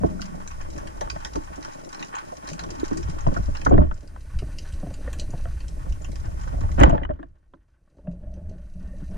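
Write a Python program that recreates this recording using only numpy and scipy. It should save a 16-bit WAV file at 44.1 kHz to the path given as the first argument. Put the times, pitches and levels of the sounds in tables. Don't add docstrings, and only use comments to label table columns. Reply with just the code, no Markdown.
import sys
import numpy as np
from scipy import signal
from scipy.fft import rfft, irfft, next_fast_len
from scipy.io import wavfile
from scipy.ndimage import uniform_filter1d, map_coordinates

SR = 44100
rng = np.random.default_rng(int(sys.argv[2]) if len(sys.argv) > 2 else 0)


def master_out(mix):
    frames = np.transpose(np.atleast_2d(mix))
    ceiling = np.clip(frames, -1, 1)
    pcm = np.round(ceiling * 32767).astype(np.int16)
    wavfile.write(sys.argv[1], SR, pcm)


N = 404397


def amp(db):
    return 10 ** (np.asarray(db) / 20)


def unit(x):
    return x / np.sqrt(np.mean(x ** 2, axis=-1, keepdims=True) + 1e-20)


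def envelope(x, size):
    return np.sqrt(np.abs(uniform_filter1d(x ** 2, size=size, axis=-1)))


def along(points, hz):
    f, v = np.transpose(points)
    return np.interp(np.log(hz + 1), np.log(f + 1), v)


def curves(rows):
    s, *cols = np.transpose(rows)
    return [np.interp(np.arange(N) / SR, s, c) for c in cols]


def filtered(x, response):
    n = x.shape[-1]
    m = next_fast_len(n + 2048, real=True)
    spectrum = rfft(x, m) * response(np.fft.rfftfreq(m, 1 / SR))
    return irfft(spectrum, m)[..., :n]


def resonances(modes, f):
    return sum((-1) ** k * amp(db) * 1j * f * w / (c * c - f * f + 1j * f * w)
               for k, (c, w, db) in enumerate(modes))


def band(f, hz, q):
    return resonances([(hz, hz / q, 0)], f)


def soft(f, hz):
    return 1 / (1 + 1j * np.sqrt(2) * f / hz - (f / hz) ** 2)


def causal(points, f):
    cepstrum = irfft(np.log(amp(along(points, f)) + 1e-6))
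    half = len(cepstrum) // 2
    return np.exp(rfft(np.r_[cepstrum[0], 2 * cepstrum[1:half], np.zeros(half)]))


TOP_HZ = 15150


def tint(f, depth_db, count=40):
    return causal(np.c_[np.geomspace(100, TOP_HZ, count), depth_db * rng.standard_normal(count)], f)


def wobble(rate):
    return map_coordinates(rng.standard_normal(400), [np.arange(N) * rate / SR], mode="mirror")


def stroke(s, length, db, attack, release_db_per_s):
    t = np.arange(N) / SR - s
    return np.clip(1 + t / attack, 0, 1) * amp(db - release_db_per_s * np.maximum(t - length, 0))


def patter(rate, spread_db, t60, haze):
    chance = rng.random((int(rate * N / SR), 2))
    size = amp(spread_db * np.minimum(-np.log(1 - chance[:, 1]), 3))
    power = np.bincount((chance[:, 0] * N).astype(int), size ** 2, N)
    decay = amp(-60 * np.arange(SR // 8) / SR / t60) ** 2
    power = np.abs(signal.fftconvolve(power, decay)[:N])
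    return rng.standard_normal((2, N)) * np.sqrt(haze + power / power.mean())


def burst(t60, tail_db, tail_t60):
    t = np.arange(SR // 5) / SR
    return rng.standard_normal((2, len(t))) * (amp(-60 * t / t60) + amp(tail_db - 60 * t / tail_t60))


def blow(scuff, t60, tail_db, tail_t60):
    force = scuff * burst(t60, tail_db, tail_t60)
    force[:, 0] += rng.choice([-1, 1], 2)
    return force


def add(track, s, db, sound):
    top = envelope(sound, size=130).max(axis=-1, keepdims=True)
    part = track[:, round(s * SR):][:, :sound.shape[1]]
    part += (amp(db) * sound / top)[:, :part.shape[1]]


# start t/s, fall time/s, depth/dB, hold time/s
BACKGROUND_DIPS = [(3.653, 0.054, 11.5, 0.026), (6.772, 0.29, 29, 0.63)]
RECOVER_DB_PER_S = 15


def dip_db():
    t = np.arange(N) / SR
    sunk = 0
    for s, fall, depth, hold in BACKGROUND_DIPS:
        recovery = depth - RECOVER_DB_PER_S * (t - s - fall - hold)
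        sunk = sunk + np.clip(np.minimum(depth * (t - s) / fall, recovery), 0, depth)
    return -sunk


# t/s, side gain/dB
STEREO_WIDTH = [(0, 1.5), (3.85, 2.5), (4.1, -7), (4.55, -22), (4.8, -41), (5.3, -56), (5.45, -14.5),
                (5.8, -3.5), (6.5, 1.5), (7.1, 0), (7.85, -22), (8.15, -50), (9.17, -62)]


def narrowness():
    return 1 - np.minimum(amp(curves(STEREO_WIDTH)[0]), 1)


# t/s, level/dB
WATER_FLOW = [(0, -36), (1.4, -40), (1.7, -48), (2.35, -55.5), (2.55, -43.5), (3.1, -29.5), (3.3, -32.5),
              (3.6, -31.5), (3.78, -16.5), (4.05, -43), (4.35, -33.5), (5.0, -30), (5.7, -29.5),
              (6.55, -29.5), (6.85, -16), (7.05, -32), (7.38, -55), (7.88, -63.5), (8.12, -38), (8.8, -36),
              (9.17, -30.5)]
# t/s, rise over the flow level/dB
LARGE_EDDIES = [(0.05, 12.5), (0.59, 1), (0.76, 5.5), (1.38, 12), (3.04, 3), (3.29, 15), (3.4, 8.5),
                (3.5, 8), (4.36, 10), (5.899, 2.5), (6.64, 3.5), (7.131, 9), (8.1, 0.5)]
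# f/Hz, relative level/dB
BUFFETING_SPECTRUM = [(8.8, -32.5), (15, 7), (32, -11.5), (55, -2), (190, -29), (250, -40), (420, -120)]
EDDY_S = 0.035


def buffeting():
    t = np.arange(N) / SR
    eddies = filtered(rng.standard_normal((2, N)), lambda f: amp(along(BUFFETING_SPECTRUM, f)))
    steady = eddies / (envelope(eddies, size=5000) + 1e-10)
    large_db = sum(db * np.exp(-((t - s) / EDDY_S) ** 2) for s, db in LARGE_EDDIES)
    return amp(curves(WATER_FLOW)[0] + large_db + 2.2 * wobble(rate=13)) * steady


# f/Hz, width/Hz, relative level/dB
HOUSING_MODES = [(114, 55, 0), (178.7, 51.7, 3), (281.3, 29, 1.5), (329.7, 21, 2.5), (403, 100, -6.5)]
# f/Hz, width/Hz, relative level/dB
SHELL_MODES = [(509, 55, -4.5), (588, 91, -1), (660.5, 166, -5.5), (762, 92, -10), (870, 8.1, -14.5)]
# f/Hz, width/Hz, relative level/dB
UPPER_GUN_MODES = [(852, 100, 1), (1105, 75, 3.5), (1470, 336, 1), (1566, 66, 5), (1666, 62, -7),
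                   (1878, 140, -1), (2050, 17, -1.5), (2350, 790, -6.5), (2880, 34, -10.5), (3072, 45, -4),
                   (3240, 2600, -13)]
# t of full rise/s, hold time/s, rise/dB
HAND_SHIFTS = [(0.767, 0.24, 6), (2.544, 0.8, 4.5), (4.827, 0.5, 4), (6.539, 0.63, 0.5),
               (7.995, 0.54, 12.5)]
SHIFT_RAMP_S = 0.1
# t/s, level/dB
REEF_NEARNESS = [(0, -62.5), (1.1, -59.5), (2.7, -59), (3.1, -57), (3.6, -58.5), (4.2, -65), (4.7, -62),
                 (5.8, -65.5), (6.7, -63)]
RUB_DB, RUB_DIP_SHARE = -51.5, 0.77
RUSTLE_DB, RUSTLE_PER_REEF, RUSTLE_DIP_SHARE = -56.5, 0.88, 0.79


def rubbing():
    t = np.arange(N) / SR
    glove_slips = patter(rate=60, spread_db=3.2, t60=0.05, haze=0.4)
    rub = filtered(glove_slips, lambda f: resonances(HOUSING_MODES + SHELL_MODES, f) * band(f, hz=347, q=0.14))
    crackle_grains = patter(rate=98, spread_db=5.0, t60=0.19, haze=0.077)
    rustle = filtered(crackle_grains, lambda f: resonances(UPPER_GUN_MODES, f) * band(f, hz=1500, q=0.59))
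    shift_db = sum(db * np.clip(1 + np.minimum(t - s, s + length - t) / SHIFT_RAMP_S, 0, 1)
                   for s, length, db in HAND_SHIFTS)
    reef_db, sunk_db = curves(REEF_NEARNESS)[0], dip_db()
    rub_db = RUB_DB + shift_db + RUB_DIP_SHARE * sunk_db
    rustle_db = RUSTLE_DB + RUSTLE_PER_REEF * (reef_db - reef_db.mean()) + RUSTLE_DIP_SHARE * sunk_db
    return amp(rub_db) * unit(rub) + amp(rustle_db) * unit(rustle)


# f/Hz, relative level/dB
SNAP_SPECTRUM = [(1180, -35), (2000, 3), (2550, -6), (3180, -3), (3550, -11.5), (3920, -1), (4450, -8),
                 (5010, -0.5), (5400, -4.5), (5930, 0.5), (6390, -4), (6900, 1), (7380, -7), (13000, -25.5),
                 (15000, -43)]
# f/Hz, relative level/dB
FIZZ_SPECTRUM = [(1180, -31.5), (2000, 2.5), (3200, -13.5), (3490, -9), (3890, -10), (5450, -2.5),
                 (5980, -3.5), (6500, -3.5), (9660, -5.5), (13000, -14.5), (14300, -23), (15000, -48)]
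CLUMP_DB = 2.6
FIZZ_DB, MONO_LIFT_DB = -62, 0.5


def far_shrimp():
    snaps = patter(rate=100, spread_db=5.6, t60=0.06, haze=0.15) * amp(CLUMP_DB * wobble(rate=16))
    grains = filtered(snaps, lambda f: amp(along(SNAP_SPECTRUM, f)) * band(f, hz=4830, q=0.93))
    fizz = filtered(rng.standard_normal((2, N)), lambda f: amp(along(FIZZ_SPECTRUM, f)))
    near = amp(curves(REEF_NEARNESS)[0]) * unit(grains)
    far = amp(FIZZ_DB + MONO_LIFT_DB * narrowness()) * unit(fizz)
    return amp(dip_db()) * (near + far)


# t of full level/s, hold time/s, low groan level/dB, high groan level/dB
GRIP_DRAGS = [(0.0, 0.019, -31.5, -47), (0.091, 0.26, -40.5, -62), (8.057, 0.04, -46, -52),
              (8.24, 0.0725, -50.5, -54.5), (8.352, 0.073, -47.5, -59.5), (8.494, .1, -48.5, -59.5),
              (8.758, 0.16, -42, -63), (9.103, 0.07, -40.5, -53.5)]
# t of full level/s, hold time/s, level/dB
GLOVE_SQUEAKS = [(8.86, 0.095, -66)]
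# f/Hz, width/Hz, relative level/dB
GROAN_MODES = [(184, 11, 14), (597, 31, -2), (629, 30, -0.5), (670, 33, -6.5)]
SQUEAK_MODES = [(1815, 16, 0), (2730, 120, -24)]
DRAG_ATTACK_S, DRAG_RELEASE_DB_PER_S = 0.027, 118
GROAN_DRIFT = 0.03


def grip():
    clock = np.cumsum(1 + GROAN_DRIFT * wobble(rate=14))

    def drags(rows):
        return sum(stroke(s, length, db, DRAG_ATTACK_S, DRAG_RELEASE_DB_PER_S) for s, length, db in rows)

    def bent(x):
        return unit(np.array([np.interp(clock % N, np.arange(N), channel) for channel in x]))

    def held(x):
        return x / (envelope(x, size=2500) + 1e-6)

    slips = patter(rate=92, spread_db=-3.5, t60=0.022, haze=1.0)
    low = held(bent(filtered(slips, lambda f: resonances(GROAN_MODES[:1], f) * band(f, hz=183.5, q=0.68))))
    high = held(bent(filtered(slips, lambda f: resonances(GROAN_MODES[1:], f) * band(f, hz=610, q=4.9))))
    waver = amp(1.5 * wobble(rate=12))
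    rows = np.array(GRIP_DRAGS)
    groan = drags(rows[:, [0, 1, 2]]) * unit(low * waver) + drags(rows[:, [0, 1, 3]]) * high
    noise = rng.standard_normal((2, N))
    squeak = filtered(noise, lambda f: resonances(SQUEAK_MODES, f) * band(f, hz=1890, q=0.72))
    return groan + drags(GLOVE_SQUEAKS) * unit(squeak)


# t/s, untrimmed thump level/dB, thump f/Hz, untrimmed shell ring level re thump/dB
GUN_KNOCKS = [(0.035, -16.5, 310, -6.5), (0.042, -20, 186, -15), (0.196, -35.5, 252, -3.5),
              (0.343, -41, 201, 3.5), (0.96, -48, 280, -2), (1.013, -55, 454, 29), (1.079, -44, 300, -2.5),
              (1.155, -33.5, 174, -11), (1.351, -28.5, 198, -7.5), (1.363, -26, 300, -9),
              (1.579, -33.5, 293, -5.5), (1.872, -41, 306, 2), (2.322, -60.5, 397, 25.5),
              (2.633, -40, 326, 0), (2.913, -19.5, 227, -19.5), (3.084, -22.5, 151.7, -29),
              (3.2667, -13, 137.6, -8.5), (3.282, -19.5, 170, -13.5), (3.318, -23.5, 193.5, -7.5),
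              (3.363, -26, 207.2, -2), (3.389, -27, 197.2, -19), (3.481, -26.5, 187.6, -8),
              (3.663, -23.5, 280, -1.5), (3.669, -17.5, 233.6, -11), (3.686, -18, 197.8, -29),
              (3.7103, -18.5, 303, 1), (3.722, -12.5, 302, -19), (3.74, -16, 274, -9.5),
              (3.763, -16.5, 177, -17), (3.781, -11, 160, -7.5), (3.807, -20, 260, -6.5),
              (3.818, -19.5, 169.7, -16), (3.914, -40, 198.1, -5), (4.422, -27.5, 145.7, -6.5),
              (4.829, -23.5, 170, -5.5), (4.865, -27.5, 145, -4.5), (4.906, -35, 148, 1),
              (5.074, -35.5, 149, 9.5), (5.334, -24, 132.4, -5), (5.452, -53.5, 172, 23),
              (5.864, -32.5, 152.2, -6), (6.086, -31.5, 200.5, -12), (6.279, -41.5, 143.7, -2),
              (6.466, -35.5, 142.7, -5.5), (6.537, -31.5, 199, -3), (6.582, -36, 180, -1),
              (6.608, -29.5, 194.5, -12.5), (6.637, -39, 180, 3), (6.694, -34, 183, -7),
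              (6.781, -15.5, 150, -9), (6.812, -7.5, 257, -5.5), (6.8335, -16, 292, 4),
              (6.873, -10.5, 156.2, -14), (6.896, -20, 284, -1.5), (6.923, -16, 155, -3.5),
              (6.934, -27.5, 302, 0), (6.945, -17.5, 171, -6), (6.98, -33.5, 169, -1),
              (7.016, -28.5, 296, -2.5), (7.093, -25.5, 244, -4.5), (7.193, -35, 299, -21),
              (7.228, -40.5, 300, -18), (7.5365, -44, 301, -7), (7.986, -44, 300, -4),
              (8.055, -48, 250, -6), (8.078, -27.5, 163, -27.5), (9.019, -26.5, 158.8, -26.5)]


def knocks():
    out = np.zeros((2, N))
    for s, db, hz, shell_db in GUN_KNOCKS:
        force = blow(scuff=0.051, t60=0.054, tail_db=-18.5, tail_t60=0.33)

        def thump(f):
            body = resonances(HOUSING_MODES, f) + 0.25 * band(f, hz=285, q=0.14)
            return body * band(f, hz, q=2.3) * soft(f, hz=776)

        def shell(f):
            body = resonances(SHELL_MODES, f) + 0.094 * band(f, hz=650, q=1.0)
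            return body * band(f, hz=645, q=0.91) * soft(f, hz=1300) * tint(f, depth_db=5.5)

        add(out, s, db - 4.0, filtered(force, thump))
        add(out, s, db + shell_db - 6.0, filtered(force, shell))
    return out


# t/s, f/Hz, untrimmed level/dB, t60/s, attack time constant/s
BAND_TWANGS = [(0.035, 425, -23, 0.051, 0.0028), (0.044, 674, -25, 0.063, 0.0019),
               (2.831, 335, -19, 0.022, .006), (7.098, 615, -28, 0.046, .01),
               (7.109, 596, -29, 0.043, 0.0078), (7.23, 660, -44, 0.047, 0.0033),
               (8.074, 615, -31, 0.053, .002), (8.077, 174.7, -24.5, 0.24, 0.0033),
               (8.935, 564, -41, 0.038, 0.018)]


def twangs():
    out, t = np.zeros((2, N)), np.arange(SR // 3) / SR
    for s, hz, db, t60, attack in BAND_TWANGS:
        swing = np.sin(2 * np.pi * (hz * t + rng.random((2, 1))))
        add(out, s, db - 4.0, swing * (1 - np.exp(-t / attack)) * amp(-60 * t / t60))
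    return out


# t/s, untrimmed level/dB, centre f/Hz, untrimmed dry click level re ring/dB
RIGGING_TICKS = [(0.0359, -31, 1110, -18), (0.1937, -28.5, 1470, -31), (0.464, -39, 1300, -6),
                 (0.609, -39, 1420, -21), (1.018, -35, 960, -11), (1.074, -32, 1150, -11),
                 (1.1613, -30, 1130, -10), (1.356, -27.5, 1140, -18), (2.141, -33.5, 1160, -4.5),
                 (3.267, -28, 990, -6.5), (3.283, -34, 1100, -20), (3.319, -40.5, 1010, -12),
                 (3.3645, -19.5, 1420, -26), (3.372, -24, 1480, -26), (3.6618, -17, 1470, -18),
                 (3.666, -9, 1400, -16.5), (3.7205, -30, 1090, -5), (3.739, -33.5, 1000, -5),
                 (3.78, -29, 1140, 4.5), (3.818, -30.5, 1120, -18), (3.9129, -26.5, 1470, -9.5),
                 (3.915, -35, 1300, -13), (4.1618, -33, 1470, -11), (5.0767, -26.5, 1800, -26),
                 (5.455, -30.5, 1360, -12), (6.284, -47, 1400, -14), (6.442, -45, 1400, -2),
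                 (6.4762, -34.5, 1520, -9), (6.61, -39, 2020, -13), (6.69, -37, 1290, -12),
                 (6.784, -33, 1255, -6), (6.809, -20, 1650, -13), (6.8338, -11, 1680, -5),
                 (6.897, -29, 1430, -13.5), (6.924, -39, 1030, -14), (6.941, -38, 1600, -11),
                 (6.98, -26, 1700, -10), (7.0166, -39, 1700, -16.5), (7.034, -37, 2350, -2),
                 (7.0502, -29.5, 1310, -8), (7.0912, -33, 1820, -19), (7.106, -35.5, 1015, -8),
                 (7.113, -38, 1500, -10), (7.191, -44, 1200, -10), (7.197, -44, 1700, -6),
                 (7.2295, -37, 1650, -8), (7.234, -50, 1500, -1.5), (7.537, -43, 1410, -6),
                 (7.541, -45, 1250, -8), (7.876, -59.5, 1093, -9.5), (7.984, -55, 1200, -8.5),
                 (8.072, -47.5, 2700, -2), (8.078, -52, 1350, -14)]
# f/Hz, relative level/dB
CLICK_SPECTRUM = [(200, -9), (700, 0.5), (1900, -3), (2300, -21.5), (3200, -16.5), (4000, -33),
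                  (7000, -42.5), (15000, -73)]


def ticks():
    out = np.zeros((2, N))
    for s, db, hz, click_db in RIGGING_TICKS:
        force = blow(scuff=0.12, t60=0.018, tail_db=-21, tail_t60=0.14)
        tap = blow(scuff=0.11, t60=0.005, tail_db=-30.0, tail_t60=0.05)

        def barrel(f):
            contact = band(f, hz, q=3.5) * tint(f, depth_db=2.5)
            return (resonances(UPPER_GUN_MODES, f) + band(f, hz, q=12.0)) * contact * soft(f, hz=1990)

        click = filtered(tap, lambda f: causal(CLICK_SPECTRUM, f) * tint(f, depth_db=7.0))
        add(out, s, db - 12.5, filtered(force, barrel))
        add(out, s, db + click_db, click)
    return out


# t/s, untrimmed snap level/dB, untrimmed body level re snap/dB, centre f/Hz
NEAR_SNAPS = [(0.217, -26.5, 1.5, 4400), (0.4752, -32.5, 0, 6330), (0.511, -41, 8.5, 5000),
              (0.612, -41.5, 12, 4500), (0.762, -55.5, 20, 5000), (0.779, -39, 9, 6000),
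              (0.8715, -40, 11, 3660), (1.0094, -30.5, 5, 5470), (1.0995, -24, 1.5, 4160),
              (1.248, -26, 5, 4370), (1.3562, -33.5, -5, 6000), (1.5579, -42, 5, 5000),
              (1.847, -40.5, -18, 5030), (1.6264, -37, 6, 3520), (1.648, -34.5, 10, 6500),
              (1.89, -41, -2, 6920), (1.945, -35, 7.5, 5000), (1.994, -37.5, 2, 5030),
              (2.026, -29, 2, 2850), (2.152, -32, 2, 4900), (2.184, -39.5, 15.5, 4930),
              (2.4749, -34.5, 7, 4870), (2.488, -33, 4, 5500), (2.5318, -32.5, 1, 5060),
              (2.592, -29.5, 6, 5040), (2.6367, -34.5, 9, 5000), (2.704, -33, -20, 6500),
              (2.7983, -34, -15, 5500), (2.841, -39, 11, 5300), (2.9309, -42.5, 12, 5000),
              (2.972, -31, 1.5, 6900), (3.0288, -38, 5, 5130), (3.098, -39.5, -13, 6000),
              (3.207, -38.5, 2, 5500), (3.371, -39, -13, 6500), (3.551, -37.5, 10, 5000),
              (3.569, -35.5, 8.5, 3900), (3.614, -40.5, 14, 4960), (3.6497, -29, -16, 5650),
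              (3.693, -41.5, -8, 6000), (3.942, -45.5, -15, 8800), (4.075, -43.5, -11, 5800),
              (4.3885, -34, 1, 3500), (4.585, -28.5, -26, 5660), (4.724, -41, -16, 6000),
              (4.94, -35.5, -14, 3960), (5.1295, -32.5, 8.5, 9300), (5.186, -39.5, -31, 6040),
              (5.1968, -24, -23, 5200), (5.305, -37.5, -15, 6700), (5.604, -43, 10, 4500),
              (5.682, -36, -19, 6130), (5.923, -40, -2, 3800), (6.02, -39.5, -3, 6500),
              (6.045, -35, 6, 3740), (6.117, -41.5, -6, 7500), (6.1563, -38, 3, 5100),
              (6.434, -43.5, -3, 5040), (6.61, -46.5, 12, 5500), (6.7162, -37.5, -16.5, 3900),
              (8.113, -60, 8.5, 5600), (8.3389, -51.5, 4, 6000), (8.494, -52.5, -3, 5500),
              (9.11, -52.5, -11, 5000)]


def near_shrimp():
    out = np.zeros((2, N))
    for s, db, body_db, hz in NEAR_SNAPS:
        snap = burst(t60=0.036, tail_db=-10, tail_t60=0.15)

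        def bright(f):
            return causal(SNAP_SPECTRUM, f) * band(f, hz, q=1.5) * tint(f, depth_db=6.0)

        def body(f):
            return resonances(UPPER_GUN_MODES, f) * band(f, hz=2010, q=1.0) * tint(f, depth_db=6.0)

        add(out, s, db - 8.5, filtered(snap, bright))
        add(out, s, db + body_db - 17.0, filtered(snap, body))
    return out


# f/Hz, gain/dB
MONO_REEF_COLOUR = [(1500, -2), (2200, -2.5), (2700, 9), (3300, -5), (3800, 2), (4200, 3), (4700, 3),
                    (5300, -4.5), (5750, -1.5), (6120, 4), (6600, -5), (7500, -0.5), (9300, 3.5),
                    (11000, -1), (14000, 1.5)]


def reef():
    crackle = near_shrimp() + far_shrimp()
    narrow = narrowness()
    coloured = filtered(crackle, lambda f: causal(MONO_REEF_COLOUR, f))
    return (1 - narrow) * crackle + narrow * coloured


# t of full level/s, hold time/s, barrel level/dB, housing level/dB
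GUN_SCRAPES = [(1.937, 0.045, -54.5, -54), (2.011, 0.014, -53, -46.5), (2.131, 0.065, -44, -64),
               (3.695, .02, -55, -34), (3.729, 0.029, -50.5, -29), (3.819, 0.01, -50.5, -35.5),
               (5.06, .025, -52, -52), (6.617, 0.016, -52.5, -46.5), (6.787, 0.0095, -37, -31.5),
               (6.864, 0.0091, -45.5, -31.5), (6.932, 0.019, -53, -35.5), (7.119, 0.036, -66, -54.5),
               (7.218, 0.0062, -63, -48), (8.075, .015, -71.5, -51), (9.121, 0.059, -60.5, -46)]
SCRAPE_ATTACK_S, SCRAPE_RELEASE_DB_PER_S = 0.013, 254.5


def scrapes():
    slips = patter(rate=200, spread_db=2, t60=0.0099, haze=0.56)
    barrel = filtered(slips, lambda f: resonances(UPPER_GUN_MODES, f) * band(f, hz=1400, q=0.74))
    housing = filtered(slips, lambda f: resonances(HOUSING_MODES + SHELL_MODES, f) * band(f, hz=220, q=0.7))

    def drag(s, length, db):
        return stroke(s, length, db, SCRAPE_ATTACK_S, SCRAPE_RELEASE_DB_PER_S)

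    barrel_gain = sum(drag(s, length, db) for s, length, db, _ in GUN_SCRAPES)
    housing_gain = sum(drag(s, length, db) for s, length, _, db in GUN_SCRAPES)
    return unit(barrel) * barrel_gain + unit(housing) * housing_gain


# start t/s, duration/s, first f/Hz, last f/Hz, level/dB
RUBBER_CREAKS = [(2.5, 0.075, 127, 192, -36), (2.58, 0.13, 164, 174, -41.5), (2.6, 0.19, 331.4, 372, -46),
                 (2.77, 0.058, 269, 260, -39.5), (2.925, .11, 173, 158, -38), (2.935, 0.098, 301, 365, -36)]
CREAK_ROUGH = 0.3


def creaks():
    out, t = np.zeros((2, N)), np.arange(SR // 4) / SR
    for s, length, first_hz, last_hz, db in RUBBER_CREAKS:
        done = np.minimum(t / length, 1)
        phase = 2 * np.pi * np.cumsum(first_hz + (last_hz - first_hz) * done) / SR
        noise = rng.standard_normal((2, 2, len(t)))
        size, lag = CREAK_ROUGH * unit(filtered(noise, lambda f: soft(f, hz=59.1)))
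        add(out, s, db, np.sin(np.pi * done) * (1 + size) * np.sin(phase + 2 * lag))
    return out


# t/s, f/Hz, level/dB, t60/s
GUN_JOLTS = [(3.679, 62, -12, 0.048), (3.742, 96, -13, 0.073), (3.784, 69.8, -8.5, 0.32),
             (6.798, 51.3, -9.5, 0.19), (6.809, 95, -7, 0.061), (6.8345, 190, -12.5, 0.028),
             (6.839, 58.7, -5.5, 0.15), (6.923, 62, -12, 0.11)]


def jolts():
    out, t = np.zeros((2, N)), np.arange(SR // 3) / SR
    for s, hz, db, t60 in GUN_JOLTS:
        swing = np.sin(2 * np.pi * hz * t) * amp(-60 * t / t60)
        add(out, s, db, rng.choice([-1, 1], (2, 1)) * swing)
    return out


LINE_S, LINE_ATTACK_S = 6.79, 0.022
WHIP_DB, WHIP_FALL_DB_PER_S = -30, 166
RUN_DB, RUN_FALL_DB_PER_S = -51, 90


def line():
    rattle = patter(rate=218.2, spread_db=2, t60=0.014, haze=0.6)
    level = sum(stroke(LINE_S + LINE_ATTACK_S, 0, db, LINE_ATTACK_S, fall)
                for db, fall in [(WHIP_DB, WHIP_FALL_DB_PER_S), (RUN_DB, RUN_FALL_DB_PER_S)])
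    barrel = filtered(rattle, lambda f: resonances(UPPER_GUN_MODES, f) * band(f, hz=1600, q=0.8))

    def shell(f):
        return (band(f, hz=323, q=3.3) - band(f, hz=600, q=4.5)) * band(f, hz=480, q=1.0)

    return level * (unit(barrel) + unit(filtered(rattle, shell)))


# t/s, untrimmed crack level/dB, untrimmed ring level/dB, most stressed f/Hz
STEEL_CLASHES = [(6.793, -17.5, -42, 3900), (6.8006, -12, -48, 3000), (6.811, -16, -23, 1940),
                 (6.827, -28, -24.5, 1940), (6.8342, -5, -11, 1500), (6.8352, -9, -20, 2900),
                 (6.895, -22, -46, 1940), (6.901, -24, -46, 1940), (6.907, -25.5, -41, 3200),
                 (7.032, -42, -35, 2450), (7.035, -43, -36, 2480), (7.0498, -43, -37, 2500),
                 (7.051, -55, -40, 1300), (7.136, -53, -59.5, 3900), (7.159, -59, -67, 3000)]
# f/Hz, relative level/dB, t60/s
SPEAR_MODES = [(1490, -12, 0.065), (1460, -10.5, .025), (1960, 5, .022), (2420, -3, 0.011),
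               (2930, -2, 0.022), (3000, 1, 0.028), (3230, -12, 0.035), (3920, -15, 0.025),
               (5930, -21, 0.027)]
# f/Hz, relative level/dB
CRACK_SPECTRUM = [(200, -19), (600, 13.5), (3000, -2), (4200, -26.5), (6500, -4), (8000, -15.5),
                  (11000, -29), (15000, -57)]
STRESS_DB_PER_OCTAVE = 14.5


def shot():
    out, t = np.zeros((2, N)), np.arange(SR // 4) / SR
    for s, crack_db, ring_db, stressed_hz in STEEL_CLASHES:
        ring = np.zeros((2, len(t)))
        for hz, level, t60 in SPEAR_MODES:
            mode_db = level - STRESS_DB_PER_OCTAVE * abs(np.log2(hz / stressed_hz))
            ring += amp(mode_db - 60 * t / t60) * np.sin(2 * np.pi * (hz * t + rng.random((2, 1))))
        noise = burst(t60=0.02, tail_db=-30.0, tail_t60=0.11)
        crack = filtered(noise, lambda f: causal(CRACK_SPECTRUM, f) * tint(f, depth_db=4.5))
        add(out, s, ring_db - 6.0, ring * (1 - np.exp(-t / 0.0008)))
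        add(out, s, crack_db - 14.0, crack)
    return out


# f/Hz, side gain/dB
SIDEWAYS_MOTION = [(50, -8), (110, -12), (170, 0), (320, 5), (520, 3.5), (660, 9.5), (900, 13.5),
                   (1300, 10), (1750, -10), (2500, 6), (3800, -8.5), (5200, 2), (8000, -2), (14000, -3.5)]


def scene():
    gun = rubbing() + grip() + knocks() + twangs() + ticks() + scrapes() + creaks() + jolts() + line() + shot()
    mid, side = buffeting() + gun + reef()
    side = amp(curves(STEREO_WIDTH)[0]) * filtered(side, lambda f: causal(SIDEWAYS_MOTION, f))
    return np.array([mid + side, mid - side])


def record(dry):
    rounded = dry / (1 + np.abs(dry) ** 6) ** (1 / 6)
    return filtered(rounded, lambda f: f < TOP_HZ)


dry = scene()
out = record(dry)
master_out(out)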